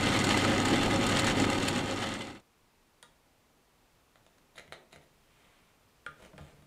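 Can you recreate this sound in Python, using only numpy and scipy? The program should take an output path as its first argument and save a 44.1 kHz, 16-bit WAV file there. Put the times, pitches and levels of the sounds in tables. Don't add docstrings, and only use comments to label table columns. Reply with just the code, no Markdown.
import sys
import numpy as np
from scipy import signal
from scipy.fft import rfft, irfft
from scipy.io import wavfile
from scipy.ndimage import uniform_filter1d

SR = 44100
rng = np.random.default_rng(int(sys.argv[2]) if len(sys.argv) > 2 else 0)


def unload_wav(signal):
    wavfile.write(
        sys.argv[1],
        SR,
        np.round(np.clip(np.atleast_2d(signal).T, -1, 1) * 32767).astype(np.int16),
    )


N = 293706
T = np.arange(N) / SR


def undb(db):
    return 10 ** (np.asarray(db) / 20)


def unit(x):
    return x / np.sqrt(np.mean(x ** 2))


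def curves(table):
    s, *columns = np.transpose(table)
    return [np.interp(T, s, column) for column in columns]


def on_log_axis(hz, points):
    f, value = np.transpose(points)
    return np.interp(np.log(hz), np.log(f), value)


def convolve(x, response):
    return signal.oaconvolve(x, response)[:len(x)]


def colour(points, size=4096):
    hz = np.maximum(np.arange(size // 2 + 1) * SR / size, 1)
    cepstrum = irfft(np.log(undb(on_log_axis(hz, points))))
    cepstrum[1:size // 2] *= 2
    cepstrum[size // 2 + 1:] = 0
    return irfft(np.exp(rfft(cepstrum)))


def ring(modes, size=16384):
    t = T[:size]
    out = np.zeros(size)
    for k, (hz, width, db) in enumerate(modes):
        decay = np.exp(-np.pi * width * t)
        out += (-1) ** k * undb(db) * width * decay * np.sin(2 * np.pi * hz * t)
    return out


def noise():
    return rng.standard_normal(N)


def walk(rate):
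    k = int(SR / rate)
    steps = noise()[np.arange(N) // k]
    return unit(uniform_filter1d(uniform_filter1d(steps, k), k))


def grains(spread_db, size=24):
    strength_db = spread_db * noise()[np.arange(N) // size]
    return unit(noise() * undb(strength_db))


def add(track, s, sound):
    i = int(s * SR)
    track[i:i + len(sound)] += sound[:N - i]


def strike(response, db, contact_s, grit=.3):
    n = len(response)
    push = grit * rng.standard_normal(n) * np.exp(-T[:n] / contact_s)
    push[0] = 1
    sound = convolve(push, response)
    return undb(db) * sound / np.abs(sound).max()


def stroke_speed(strokes):
    return sum(undb(db) * np.interp(T, [start, fastest, end], [0, 1, 0])
               for start, fastest, end, db in strokes)


# (frequency [Hz], relative density [dB per Hz])
RUMBLE_COLOUR = [(20, -14), (60, -10.5), (95, -4), (160, -3.5), (255, 3), (350, -0.5), (430, -7),
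                 (520, -8.5), (600, -14.5), (800, -10), (1050, -18), (2000, -51)]
RUB_COLOUR = [(400, -6), (1000, -3.5), (1700, -2.5), (2050, 1), (2500, -8), (3000, -0.5), (3900, -8),
              (4500, -11), (5100, -15), (8000, -18.5), (12000, -32), (15000, -43)]
CHATTER_COLOUR = [(500, -3), (1500, -0.5), (3200, 0), (4400, 2.5), (5000, -7), (5700, 2), (6300, -8.5),
                  (6700, 3.5), (7500, 1.5), (8800, -5), (10000, -10.5), (12200, -23), (13500, -33),
                  (16000, -30)]
# (frequency [Hz], width [Hz], relative level [dB])
CASTING_MODES = [(544.7, 17, 13), (822, 56, 4.5), (944, 38, 4), (1252, 39, 10), (1504, 60, 2.5),
                 (2046, 59, 5.5), (2160, 17, -9), (2394, 19, 3.5), (2730, 32, 5), (3526, 47, 0.5),
                 (4123, 35, -1.5), (4327, 41, 1.5), (5390, 19, -3.5), (8200, 180, -11.5), (8400, 56, -15),
                 (10320, 110, -27), (11800, 98, -22), (15000, 110, -48)]
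# (frequency [Hz], relative density [dB per Hz])
CLACK_SPECTRUM = [(400, 4), (1400, 1), (4300, 4), (5100, -3), (6300, -14), (6800, 2.5), (8300, 0),
                  (9700, -9.5), (12000, -14.5), (13500, -26), (15500, -21)]
# (time [s], peak before CLACK_GAIN_DB [dB])
SPINDLE_CLACKS = [(0.0815, -34), (0.1625, -24), (0.2437, -22), (0.3734, -22.5), (0.6549, -22.5),
                  (0.6835, -24), (0.832, -24.5), (1.065, -24.5), (1.095, -23.5), (1.1945, -19.5),
                  (1.2441, -25.5), (1.6344, -34), (1.6834, -20)]
CLACK_GAIN_DB = 2.5
# (time [s], pressure [dB], looseness of the grip [0-1])
BLADE_GRIP = [(0, -1.35, 0), (.3, 0.1, 0), (.58, -1.46, 0.3), (.78, -1.54, 0), (1.1, -0.2, 0.3),
              (1.22, .5, 0.55), (1.35, -1, 1), (1.55, 0, 0.85), (1.69, 0.6, 0.6), (1.87, -1.5, 0.33),
              (2.03, 0.6, 0), (2.35, -1, 0)]
# (time [s], swell [dB])
RUMBLE_SURGES = [(.32, 3), (.5, 2), (.73, 4.5), (.875, 3), (1.41, 5)]
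SURGE_S = 0.015
MAINS_PULSE_HZ, SPINDLE_HZ = 100, 38.95
RUN_DB, FADE_FROM_S, FADE_TO_S, FADE_POWER = -29, 1.38, 2.417, 0.87
RUB_DB, RUB_SLACK_DB = -4, 6.5
CASTING_DB, CASTING_SLACK_DB = -5, 7
RATTLE_DB, RATTLE_SLACK_DB = -11.5, 15
RATTLE_LOOSE_DB, RATTLE_PER_PRESSURE = 4.5, 1.8


def drill_press():
    pressure_db, loose = curves(BLADE_GRIP)
    slack = loose * belt_slack()

    surge_db = sum(db * np.exp(-.5 * ((T - s) / SURGE_S) ** 2) for s, db in RUMBLE_SURGES)
    rumble_db = -1.5 + surge_db + 0.34 * walk(25.48)
    rumble = unit(convolve(noise(), colour(RUMBLE_COLOUR))) * undb(rumble_db)

    tufts = noise() * undb(0.5 * np.cos(2 * np.pi * SPINDLE_HZ * T) + 2.8 * walk(120))
    rub_db = RUB_DB + pressure_db - RUB_SLACK_DB * slack
    rub = unit(convolve(tufts, colour(RUB_COLOUR))) * undb(rub_db)

    rattle_db = RATTLE_DB + RATTLE_PER_PRESSURE * pressure_db + RATTLE_LOOSE_DB * loose
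    rattle_db = rattle_db - RATTLE_SLACK_DB * slack
    rattle = spindle_play(scatter_db=3.0, turn_db=6.0, between=0.11)
    chatter = unit(convolve(rattle, colour(CHATTER_COLOUR))) * undb(rattle_db)

    casting_db = CASTING_DB + pressure_db - CASTING_SLACK_DB * slack
    shaking = spindle_play(scatter_db=1.3, turn_db=2.1, between=0.27)
    casting = unit(convolve(shaking, ring(CASTING_MODES))) * undb(casting_db)

    fade = np.clip((FADE_TO_S - T) / (FADE_TO_S - FADE_FROM_S), 0, 1) ** FADE_POWER
    out = (motor() + rumble + reflections(rub + chatter) + casting) * undb(RUN_DB) * fade
    for s, db in SPINDLE_CLACKS:
        clack = strike(colour(CLACK_SPECTRUM), db + CLACK_GAIN_DB, contact_s=0.0061, grit=0.75)
        add(out, s, clack)
    return out


# (frequency [Hz], relative rms level [dB])
HUM_TONES = [(24.7, -30), (32, -26), (39, -27), (48.7, -45), (57.5, -42), (100, -11), (129.5, -18.5),
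             (138.9, -33), (200, -17.5), (271.5, -14.5), (545, -20), (741, -19), (821, -20)]


def motor(waver_db=-0.2, waver_rad=0.57):
    out = np.zeros(N)
    for hz, db in HUM_TONES:
        level = undb(db + waver_db * walk(12.0)) * np.sqrt(2)
        phase = waver_rad * walk(6.77) + rng.uniform(0, 2 * np.pi)
        out += level * np.sin(2 * np.pi * hz * T + phase)
    return out


def spindle_play(scatter_db, turn_db, between, contact_s=0.0021):
    phase = MAINS_PULSE_HZ * T + .07 * walk(90) + 1
    turn = np.cos(2 * np.pi * SPINDLE_HZ * T + np.pi)
    force_db = scatter_db * noise()[phase.astype(int)] + turn_db * turn
    knock = np.exp(-(phase % 1) / MAINS_PULSE_HZ / contact_s)
    return unit(noise() * undb(force_db) * (knock + between))


LAP_S, SLACK_S = 0.1195, 1.347


def belt_slack(sharpness=1.83):
    lap = .5 + .5 * np.cos(2 * np.pi * (T - SLACK_S) / LAP_S)
    return lap ** sharpness


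def reflections(x, count=10):
    response = np.zeros(1024)
    response[rng.integers(90, 1000, count)] = .1 * rng.choice([-1, 1], count)
    response[0] = 1
    return convolve(x, response / np.sqrt(np.sum(response ** 2)))


# (frequency [Hz], width [Hz], relative level [dB])
RULER_MODES = [(497, 90, -2), (835, 50, -1), (1220, 16, 6.5), (1406, 55, 9), (1600, 290, -1),
               (2390, 120, -3), (2740, 55, -6), (3300, 240, -11), (3600, 170, -20), (4080, 250, -21),
               (5670, 290, -27)]
EDGE_MODES = [(520, 160, -9), (940, 70, 5), (1490, 310, -4), (1970, 190, 0.5), (2780, 140, -4),
              (3360, 130, 5), (3760, 18, 10), (4430, 500, -6), (6800, 1500, -8.5), (9300, 1200, -4)]
BLOCK_MODES = [(144, 13, -1.5), (200, 13, -7), (297, 14, -2), (383, 39, -11.5), (486, 23, -11.5),
               (635, 75, -5.5), (910, 320, -14)]
# (time [s], edge click peak [dB], steel ring peak [dB], wood knock peak [dB], contact [s])
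RULER_TOUCHES = [(3.0276, -35, -55, -54, 0.00076), (3.0318, -48, -53, -69, .001),
                 (6.0637, -40, -29.5, -48, 0.00083), (6.333, -71, -55, -46, 0.0026),
                 (6.3797, -45.5, -39, -47, 0.0015), (6.388, -64, -62, -44.5, 0.0042),
                 (6.623, -54, -72, -56, .001)]
# (start [s], fastest [s], end [s], level at the fastest [dB])
RULER_SLIDES = [(6.155, 6.232, 6.31, -55), (6.33, 6.42, 6.65, -60.5)]
# (frequency [Hz], relative density [dB per Hz])
SLIDE_SPECTRUM = [(60, 2), (150, -1), (500, 5.5), (900, -5.5), (2000, -5), (3500, -8), (4800, -19),
                  (7000, -16), (10200, -19), (12500, -30)]


def ruler():
    sliding = unit(convolve(grains(spread_db=6.0), colour(SLIDE_SPECTRUM)))
    out = sliding * stroke_speed(RULER_SLIDES) * undb(walk(50))
    edge, steel, wood = ring(EDGE_MODES), ring(RULER_MODES), ring(BLOCK_MODES)
    for s, edge_db, steel_db, wood_db, contact_s in RULER_TOUCHES:
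        add(out, s, strike(edge, edge_db, contact_s, grit=0.071))
        add(out, s, strike(steel, steel_db, contact_s, grit=0.16))
        add(out, s, strike(wood, wood_db, contact_s, grit=0.17))
    return out


# (frequency [Hz], width [Hz], relative level [dB])
PENCIL_MODES = [(357, 260, -0.5), (690, 430, 0), (1260, 220, -1.5), (2010, 430, 2), (2950, 790, -2),
                (3880, 1100, -3.5), (4230, 160, -3.5), (6560, 1600, -15), (9600, 1000, -14),
                (10100, 450, -10)]
GRAPHITE_MODES = [(3760, 300, 0), (6800, 460, -8), (10500, 680, -4)]
GRAPHITE_DB = -9.5
# (time [s], tip peak [dB], wood knock peak [dB])
PENCIL_TOUCHES = [(4.157, -48, -63), (4.2646, -48.5, -62), (4.383, -52.5, -71), (4.557, -47, -52),
                  (4.585, -37.5, -52.5), (4.678, -48, -68), (4.73, -37, -53), (4.741, -45, -52),
                  (4.9284, -42.5, -49.5), (4.9598, -41, -54)]
# (start [s], fastest [s], end [s], scratch level at the fastest [dB])
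PENCIL_STROKES = [(4.54, 4.592, 4.606, -54), (4.718, 4.729, 4.748, -52.5), (4.905, 4.93, 4.98, -57.5),
                  (5.0, 5.032, 5.08, -68)]


def pencil(slip_db=8.5):
    tip, wood = ring(PENCIL_MODES), ring(BLOCK_MODES)
    scratch = unit(convolve(grains(spread_db=slip_db), tip))
    hiss = unit(convolve(grains(spread_db=slip_db), ring(GRAPHITE_MODES))) * undb(GRAPHITE_DB)
    out = (scratch + hiss) * stroke_speed(PENCIL_STROKES)
    for s, tip_db, wood_db in PENCIL_TOUCHES:
        add(out, s, strike(tip, tip_db, contact_s=0.0013, grit=0.55))
        add(out, s, strike(wood, wood_db, contact_s=0.0047, grit=0.075))
    return out


# (start [s], fastest [s], end [s], level at the fastest [dB])
RULER_SWINGS = [(5.12, 5.45, 5.85, -67.5)]
# (frequency [Hz], relative density [dB per Hz])
SWING_SPECTRUM = [(200, -2), (1200, -2), (2300, -0.5), (3600, -3.5), (4400, -16), (9000, -14.5),
                  (13000, -31)]


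def ruler_swing():
    brushing = unit(convolve(grains(spread_db=1.5), colour(SWING_SPECTRUM)))
    return brushing * stroke_speed(RULER_SWINGS)


# (frequency [Hz], width [Hz], relative level [dB])
STAND_MODES = [(78.5, 9.9, -2), (149.3, 5.2, -0.5), (199, 14, -9.5)]
# (time [s], peak [dB])
HAND_LEANS = [(4.59, -66), (4.678, -53.5), (4.958, -57), (6.08, -52), (6.342, -56), (6.404, -41),
              (6.579, -54)]


def stand(press_s=0.0081):
    out = np.zeros(N)
    response = ring(STAND_MODES)
    onset = 1 - np.exp(-T[:len(response)] / press_s)
    for s, db in HAND_LEANS:
        add(out, s, strike(response * onset, db, contact_s=.001, grit=.02))
    return out


# (frequency [Hz], time to fall 60 dB [s])
WORKSHOP_T60 = [(120, 0.97), (400, 0.55), (1200, 0.32), (3200, 0.29), (7000, 0.26), (14000, 0.079)]


def workshop(x, wet_db=-4, build_s=0.00047, size=32768):
    t, hz = T[:size], np.arange(size // 2 + 1) * SR / size
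    spectrum = rfft(rng.standard_normal(size))
    centres, t60s = np.transpose(WORKSHOP_T60)
    tail = np.zeros(size)
    for share, t60 in zip(np.eye(len(centres)), t60s):
        band = irfft(spectrum * np.interp(hz, centres, share))
        tail += band * undb(-60 * t / t60)
    tail = tail * (1 - np.exp(-t / build_s))
    return x + undb(wet_db) * convolve(x, tail / np.sqrt(np.sum(tail ** 2)))


# (frequency [Hz], relative density [dB per Hz])
AIR_SPECTRUM = [(12, -33), (20, -2.5), (148, -7.5), (207, -9.5), (238, -6), (274, -10.5), (342, -10.5),
                (404, -10.5), (597, -12.5), (906, -13.5), (1160, -14), (1580, -18.5), (2680, -19),
                (2920, -21), (15500, -31)]
AIR_DB, AIR_RISE_DB_PER_S = -67, .6


def room_tone():
    level_db = AIR_DB + AIR_RISE_DB_PER_S * (T - T.mean()) + 0.22 * walk(3.4)
    return unit(convolve(noise(), colour(AIR_SPECTRUM))) * undb(level_db)


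def scene():
    handwork = workshop(ruler() + ruler_swing() + pencil(), wet_db=-5.0)
    return (drill_press() + handwork + stand() + room_tone())[None]


TOP_HZ = 15550


def record(dry):
    low_pass = signal.ellip(10, .2, 70, TOP_HZ, fs=SR, output="sos")
    return signal.sosfilt(low_pass, dry)


dry = scene()
out = record(dry)
unload_wav(out)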